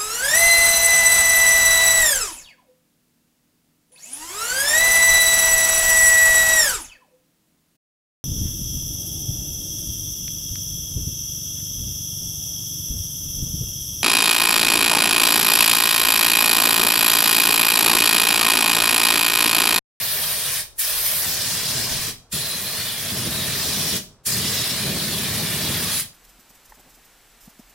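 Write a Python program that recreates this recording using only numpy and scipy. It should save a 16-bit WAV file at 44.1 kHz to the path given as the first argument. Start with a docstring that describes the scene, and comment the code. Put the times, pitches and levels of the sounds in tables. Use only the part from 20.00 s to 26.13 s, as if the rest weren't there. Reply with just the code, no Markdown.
"""In a sheet-metal shed, a compressed-air gun sprays paint on a tractor wheel's steel rim, in four passes.
Each pull of the trigger lets out air first, then the full spray. The rushing jet hisses, changing colour
as it is turned, and brief tones ring in the gap between nozzle and steel. The air rings and flutters in
the dish of the rim and stirs up a draught. Between passes the shed's echo dies away over a low hum."""
import sys
import numpy as np
from scipy import signal
from scipy.io import wavfile

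SR = 44100
rng = np.random.default_rng(int(sys.argv[2]) if len(sys.argv) > 2 else 0)


def to_wav(sig):
    """Store sig (one row per channel, or 1-D mono) as 16-bit WAV at the path in sys.argv[1].

    Samples outside -1..1 are clipped; the rate is SR.
    """
    pcm = np.clip(np.atleast_2d(sig), -1, 1) * 32767
    pcm = np.round(pcm).astype(np.int16)
    wavfile.write(sys.argv[1], SR, pcm.T)  # frames by channels


N = 270465

# trigger pulls: (air starts [s], full spray [s], let go [s], closing time [s],
# opening rush of dry air [dB], closing rush [dB])
TRIGGER_PULLS = [(-.2, -.1, 0.6, 0.057, 4.5, 3), (0.753, 0.793, 2.09, 0.051, 7, 1.5),
                 (2.292, 2.328, 3.966, 0.056, 4, 1), (4.231, 4.265, 6, 0.05, 6, 5)]
# colour of the hiss: (frequency [Hz], relative level [dB])
JET_SPECTRUM = [(250, -30.5), (450, -8.5), (850, -6.5), (1350, -6.5), (1800, -6), (2700, -5.5), (3700, 1),
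                (5200, 0), (6800, -5), (8400, -3.5), (9600, -1.5), (12500, -4), (14500, -4), (16000, -7)]
# loudness of the hiss as the gun moves about the hub: (time [s], relative level [dB])
JET_LOUDNESS = [(.03, -32.5), (1.3, -32.5), (1.9, -32), (2.6, -34), (3.88, -31.5), (4.7, -31.5),
                (5.94, -30)]
# how alike the noise is at the two ears: (frequency [Hz], likeness [0 to 1])
EAR_LIKENESS = [(25, 0.97), (150, 1), (600, .96), (850, .97), (1350, 0.91), (1800, 1), (2200, 0.82),
                (3300, 0.88), (4300, 0.22), (5200, 0.51), (7000, 0.21), (8500, 0.15), (9700, 0.4),
                (11300, 0.24), (12800, 0.2), (15000, .12)]
# splash on the steel, in the middle treble: (time [s], relative level [dB])
SPLASH_SWING = [(.03, 4), (1.15, 5.5), (1.5, 9.5), (1.63, 8.5), (1.83, 9), (2, 6), (2.8, 4), (3.07, 4),
                (3.7, 7), (4.66, 7.5), (4.8, 3.5), (5.94, 3.5)]
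# where the splash changes the hiss: (frequency [Hz], share of the swing [factor])
SPLASH_SHARE = [(2800, 0.11), (4000, 0.43), (5000, 1.1), (6300, 0.97), (8200, 0.89), (10000, 0.38),
                (12000, 0.44)]
# sizzle of the nozzle, in the top treble: (time [s], relative level [dB])
SIZZLE_SWING = [(0.03, 7), (0.57, 1.5), (1.06, 9), (1.42, 2), (1.96, -0.5), (2.62, 3), (4.77, 0.6),
                (5.94, 1.0)]
# where the sizzle changes the hiss: (frequency [Hz], share of the swing [factor])
SIZZLE_SHARE = [(7200, 0.034), (8500, .3), (9700, 0.69), (11000, 0.97), (12900, 0.93), (15500, 0.96)]
# air without paint is thinner and brighter: (frequency [Hz], share of the rush [factor])
DRY_AIR_SHARE = [(700, -1.64), (2000, 0.0027), (4500, -0.13), (7500, 0.95), (15000, 1)]
# whistles of the air cap at the gun's tip: (pitch [Hz], width [Hz], level over the hiss [dB])
CAP_WHISTLES = [(5260, 160, -16), (7400, 200, 3), (8650, 230, -12), (10030, 220, -5)]
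# tones in the gap: (start [s], end [s], first pitch [Hz], last pitch [Hz], level over the hiss [dB])
GAP_RINGS = [(0, .6, 12900, 12700, 3), (0.152, 0.634, 9750, 9000, 4.5), (.418, 0.638, 10100, 10100, 3),
             (0.946, 1.35, 12700, 12850, 2), (1.652, 2.052, 5150, 5270, -5), (2.348, 2.603, 4030, 4100, 6),
             (2.61, 2.92, 4100, 4440, 4.5), (2.75, 3.197, 3480, 3400, 3), (3.3, 3.6, 3850, 3830, 1),
             (3.5, 3.98, 6000, 5450, -1), (4.318, 4.362, 4940, 4330, 6), (4.42, 5.05, 3850, 4020, 1.5),
             (4.475, 4.8, 5200, 5300, -5.5), (5.25, 5.9, 3800, 3600, -9), (5.794, 6.1, 10750, 10600, 1.5)]
# colour of the flutter: (frequency [Hz], relative level [dB])
FLUTTER_SPECTRUM = [(25, -30), (50, -20), (80, -0.5), (130, 3.5), (220, 0.5), (300, -4.5), (420, -14),
                    (800, -27.5)]
# the flutter grows as the jet is aimed into the dish: (time [s], relative level [dB])
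FLUTTER_LOUDNESS = [(.03, -42), (.5, -43.5), (.88, -55), (1.3, -39.5), (1.83, -33), (2.0, -38),
                    (3.0, -39.5), (3.2, -32), (4.45, -31), (4.68, -34.5), (4.88, -31.5), (5.72, -29.5),
                    (6.0, -41)]
# the flutter gets brighter as the jet goes deeper: (time [s], tilt [dB per octave])
FLUTTER_BRIGHTNESS = [(.3, -5.5), (1.7, -1.5), (2.4, -1.2), (3.8, 1), (4.8, 1.4), (5.8, -0.2)]
# the jet catches a ledge of the rim and puffs: (time [s], boost to the flutter [dB])
LEDGE_PUFFS = [(1.51, -2), (2.095, 4), (2.335, 12), (2.365, 11), (3.27, 9), (3.935, 6), (4.277, -7),
               (4.46, 1), (4.855, 3), (4.97, 4.5), (5.43, 3), (5.69, 4.5)]
# notes of the rim's hollow: (pitch [Hz], width [Hz], level over the direct sound [dB])
RIM_NOTES = [(248.2, 5.7, 1.5), (395, 32, 0.5), (630, 48, -1.5), (1847, 225, -2.5), (2420, 160, -5)]
# how long the shed rings: (frequency [Hz], time to fade by 60 dB [s])
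SHED_DECAY = [(100, 0.65), (600, 0.32), (2000, 0.23), (4500, 0.4), (9000, 0.35), (16000, 0.21)]
# how alike the echoes are at the two ears: (frequency [Hz], shared part [0 to 1])
ECHO_LIKENESS = [(100, 1), (800, 0.89), (2000, 0.4), (4000, 0.38)]
# colour of the draught: (frequency [Hz], relative level [dB])
DRAUGHT_SPECTRUM = [(25, 3), (55, 2), (110, -6), (220, -19.5), (450, -24), (900, -27)]
# swirls of air that reach the listener: (time [s], half length [s], boost to the draught [dB])
SWIRLS = [(.9, 0.2, 13), (1.965, 0.17, 11), (3.5, .15, 7)]
# colour of the background hum: (frequency [Hz], relative level [dB])
HUM_SPECTRUM = [(25, 0), (60, 5), (130, -24), (270, -13), (600, -9), (1000, -12), (1800, -24), (5000, -27),
                (15000, -50)]


def from_db(db):
    """Turn decibels into a number to multiply by."""
    return 10 ** (np.asarray(db) / 20)


def at_hz(table, hz):
    """Read a table at one frequency, with octaves evenly spaced."""
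    table = np.array(table)
    return np.interp(np.log(hz), np.log(table[:, 0]), table[:, 1])


def in_time(table):
    """Read a (time, value) table at every sample."""
    return np.interp(np.arange(N) / SR, *np.transpose(table))


def drift(rate):
    """A smooth random wobble of typical size 1 that changes about rate times a second."""
    r = np.exp(-80 * np.pi * rate / SR)
    slow = signal.lfilter([1], [1, -2 * r, r * r], rng.standard_normal(N // 40 + 2002))[2000:]
    return np.interp(np.arange(N) / 40, np.arange(len(slow)), slow / np.sqrt(np.mean(slow ** 2)))


def filtered(x, hz, kind):
    """Keep a band of frequencies ("band") or those above hz ("high")."""
    return signal.sosfilt(signal.butter(2, hz, kind, fs=SR, output="sos"), x)


def noise_bands(spectrum, edges, likeness=EAR_LIKENESS):
    """Stereo noise as (centre [Hz], band) pairs; together the bands have strength 1."""
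    white = rng.standard_normal((2, 2, N))
    centres, bands = np.sqrt(edges[1:] * edges[:-1]), []
    for k, hz in enumerate(centres):
        mid, side = filtered(white[k % 2], edges[k:k + 2], "band")
        alike, gain = at_hz(likeness, hz), from_db(at_hz(spectrum, hz))
        mid, side = np.sqrt(1 + alike) * mid, np.sqrt(1 - alike) * side
        bands.append(gain * np.array([mid + side, mid - side]))
    total = np.std(sum(bands))
    return [(hz, band / total) for hz, band in zip(centres, bands)]


def resonance(x, hz, width):
    """The part of a sound that rings near one pitch."""
    r = np.exp(-np.pi * width / SR)
    feedback = [1, -2 * r * np.cos(2 * np.pi * hz / SR), r * r]
    return signal.lfilter(np.array([1, 0, -1]) * (1 - r * r) / 2, feedback, x)


def delayed(x, delay_s):
    """The same stereo sound, arriving later."""
    n = np.arange(N)
    return np.array([np.interp(n - delay_s * SR, n, side) for side in x])


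def valve(opening_s, first_air_db, late_s):
    """Flow from 0 to 1: a little air first, then the needle lifts, and it shuts on release."""
    t, flow = np.arange(N) / SR - late_s, 0
    for air, full, let_go, closing_s, _, _ in TRIGGER_PULLS:
        first_air = from_db(first_air_db) * np.clip((t - air) / opening_s, 0, 1)
        spray = np.clip(1 + (t - full) / opening_s, 0, 1) ** 2
        closing = np.exp(-2 * np.maximum(t - let_go, 0) / closing_s)
        flow += np.maximum(first_air, spray) * closing
    return flow


def dry_air_rush(settle_s):
    """Dry air rushes out before the paint flows and again as the needle shuts; in dB."""
    t, out = np.arange(N) / SR, 0
    for air, full, let_go, _, opening_db, closing_db in TRIGGER_PULLS:
        out += opening_db * np.exp(-np.maximum(t - full, 0) / settle_s) * (t > air)
        out += closing_db * np.exp(-np.abs(t - let_go) / settle_s)
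    return out


def jet(patchy_db, sputter_db):
    """Churning air hisses, coloured by splash and sizzle; the paint leaves a little unevenly."""
    edges = np.r_[np.geomspace(250, 4000, 11), np.geomspace(4700, 17000, 11)]
    splash_db, sizzle_db = in_time(SPLASH_SWING), in_time(SIZZLE_SWING)
    rush_db, out = dry_air_rush(settle_s=0.055), 0
    for hz, band in noise_bands(JET_SPECTRUM, edges):
        colour_db = at_hz(SPLASH_SHARE, hz) * (splash_db - splash_db.mean())
        colour_db += at_hz(SIZZLE_SHARE, hz) * (sizzle_db - sizzle_db.mean())
        colour_db += at_hz(DRY_AIR_SHARE, hz) * rush_db
        out += band * from_db(colour_db + patchy_db * drift(16.2))
    return out * from_db(in_time(JET_LOUDNESS) + sputter_db * drift(73))


def air_cap(x, fade_s):
    """Holes in the air cap whistle at each pull until paint wets them."""
    t = np.arange(N) / SR
    dryness = sum((t > air) * np.exp(-np.maximum(t - full, 0) / fade_s)
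                  for air, full, *_ in TRIGGER_PULLS)
    return x + dryness * sum(from_db(db) * resonance(x, hz, width) for hz, width, db in CAP_WHISTLES)


def nozzle_gap(x, sharpness):
    """The gap between nozzle and steel rings for a moment; its pitch slides with the hand."""
    t, out = np.arange(N) / SR, x.copy()
    for start, end, first_hz, last_hz, db in GAP_RINGS:
        now = (t > start) & (t < end)
        progress = (t[now] - start) / (end - start)
        pitch_hz = first_hz + (last_hz - first_hz) * progress
        # shift the sliding pitch down to 0 Hz, smooth away the rest, shift it back
        spin = np.exp(2j * np.pi * np.cumsum(pitch_hz) / SR)
        r = np.exp(-np.pi * first_hz / sharpness / SR)
        ring = signal.lfilter([1 - r], [1, -r], x[:, now] / spin) * spin
        out[:, now] += 2 * ring.real * from_db(db) * np.sqrt(np.sin(np.pi * progress))
    return out


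def flutter(lumpy_db, puff_s):
    """Air piling up in the dish of the rim rumbles in low lumps."""
    t, tilt_db = np.arange(N) / SR, in_time(FLUTTER_BRIGHTNESS)
    puff_db = sum(db * np.exp(-((t - when) / puff_s) ** 2) for when, db in LEDGE_PUFFS)
    bands = noise_bands(FLUTTER_SPECTRUM, np.geomspace(22, 900, 12))
    rumble = sum(band * from_db(tilt_db * np.log2(hz / 140)) for hz, band in bands)
    return rumble * from_db(in_time(FLUTTER_LOUDNESS) + puff_db + lumpy_db * drift(12))


def wheel_rim(x, echo_db, path_s, sway_s, sway_hz, echoes=5):
    """The rim rings and throws back quick echoes, whose delays slide as the hand moves."""
    out = x + sum(from_db(db) * resonance(x, hz, width) for hz, width, db in RIM_NOTES)
    treble = filtered(out, 2200, "high")
    for k in range(echoes):
        delay_s = path_s * (k + rng.uniform(0.486, 1.5)) + sway_s * drift(sway_hz)
        out += from_db(echo_db) * delayed(treble, delay_s)
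    return out


def floor_bounce(x, delay_s, echo_db, dull_hz):
    """A dull echo off the concrete floor weakens evenly spaced low frequencies."""
    dull = signal.sosfiltfilt(signal.butter(1, dull_hz, fs=SR, output="sos"), x)
    return x + from_db(echo_db) * delayed(dull, delay_s)


def shed_echo(x, build_s, move_hz, paths=3):
    """Dense echoes fade band by band; the moving gun feeds an ever-changing mix of paths."""
    t, edges, out = np.arange(SR * 3 // 4) / SR, np.geomspace(40, 17000, 10), 0
    feeds = np.array([drift(move_hz) for _ in range(paths)])
    for feed in feeds / np.sqrt(np.sum(feeds ** 2, axis=0)):
        tail = 0
        for k, hz in enumerate(np.sqrt(edges[1:] * edges[:-1])):
            mid, side = filtered(rng.standard_normal((2, len(t))), edges[k:k + 2], "band")
            alike, decay_s = at_hz(ECHO_LIKENESS, hz), at_hz(SHED_DECAY, hz)
            stereo = np.sqrt(alike) * mid + np.sqrt(1 - alike) * np.array([side, -side])
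            same_energy = np.sqrt(2 * np.log(1000) / (decay_s * SR))  # longer rings start softer
            tail += stereo * from_db(-60 * t / decay_s) * same_energy
        tail *= np.clip(t / build_s, 0, 1)
        out += signal.fftconvolve(x.mean(axis=0)[None] * feed, tail, axes=1)[:, :N]
    return out


def draught(level_db, lag_s, gusty_db):
    """Air stirred by the jet lags behind the trigger and brushes each ear separately."""
    t, r = np.arange(N) / SR, np.exp(-1 / (lag_s * SR))
    stirred = signal.lfilter([1 - r], [1, -r], valve(opening_s=0.02, first_air_db=-30, late_s=0))
    swirl_db = sum(db * np.exp(-((t - when) / half_s) ** 2) for when, half_s, db in SWIRLS)
    bands = noise_bands(DRAUGHT_SPECTRUM, np.geomspace(18, 900, 7), likeness=[(1, 0)])
    gust_db = gusty_db * np.array([drift(31), drift(15)])
    return sum(band for _, band in bands) * stirred * from_db(level_db + swirl_db + gust_db)


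def yard_hum(level_db):
    """The dull, steady background noise of the yard."""
    bands = noise_bands(HUM_SPECTRUM, np.geomspace(22, 16000, 12))
    return from_db(level_db) * sum(band for _, band in bands)


def scene():
    """Hiss and flutter follow the trigger, then bounce off the rim, the floor and the shed."""
    hiss = jet(patchy_db=1.61, sputter_db=0.53)
    hiss *= valve(opening_s=0.021, first_air_db=-29, late_s=0.0015)
    hiss = from_db(6) * nozzle_gap(air_cap(hiss, fade_s=0.05), sharpness=25)
    rumble = from_db(-1.5) * flutter(lumpy_db=1.7, puff_s=0.019)
    rumble *= valve(opening_s=0.0079, first_air_db=-36, late_s=0.0054)
    gun = wheel_rim(hiss + rumble, echo_db=-14, path_s=0.0011, sway_s=0.0002435, sway_hz=1.245)
    gun = floor_bounce(gun, delay_s=0.001817, echo_db=-17, dull_hz=1890)
    heard = gun + from_db(-7.5) * shed_echo(gun, build_s=0.011, move_hz=2.5)
    # the listener stands where the shed's echoes partly cancel one low note
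    heard -= from_db(-6) * resonance(heard, hz=287, width=62)
    return heard + draught(level_db=-55, lag_s=0.11, gusty_db=3.5) + yard_hum(level_db=-57)


def record(dry):
    """Cut the treble steeply above 15900 Hz."""
    return signal.sosfilt(signal.ellip(12, 0.1, 80, 15900, fs=SR, output="sos"), dry)


dry = scene()
out = record(dry)
to_wav(out)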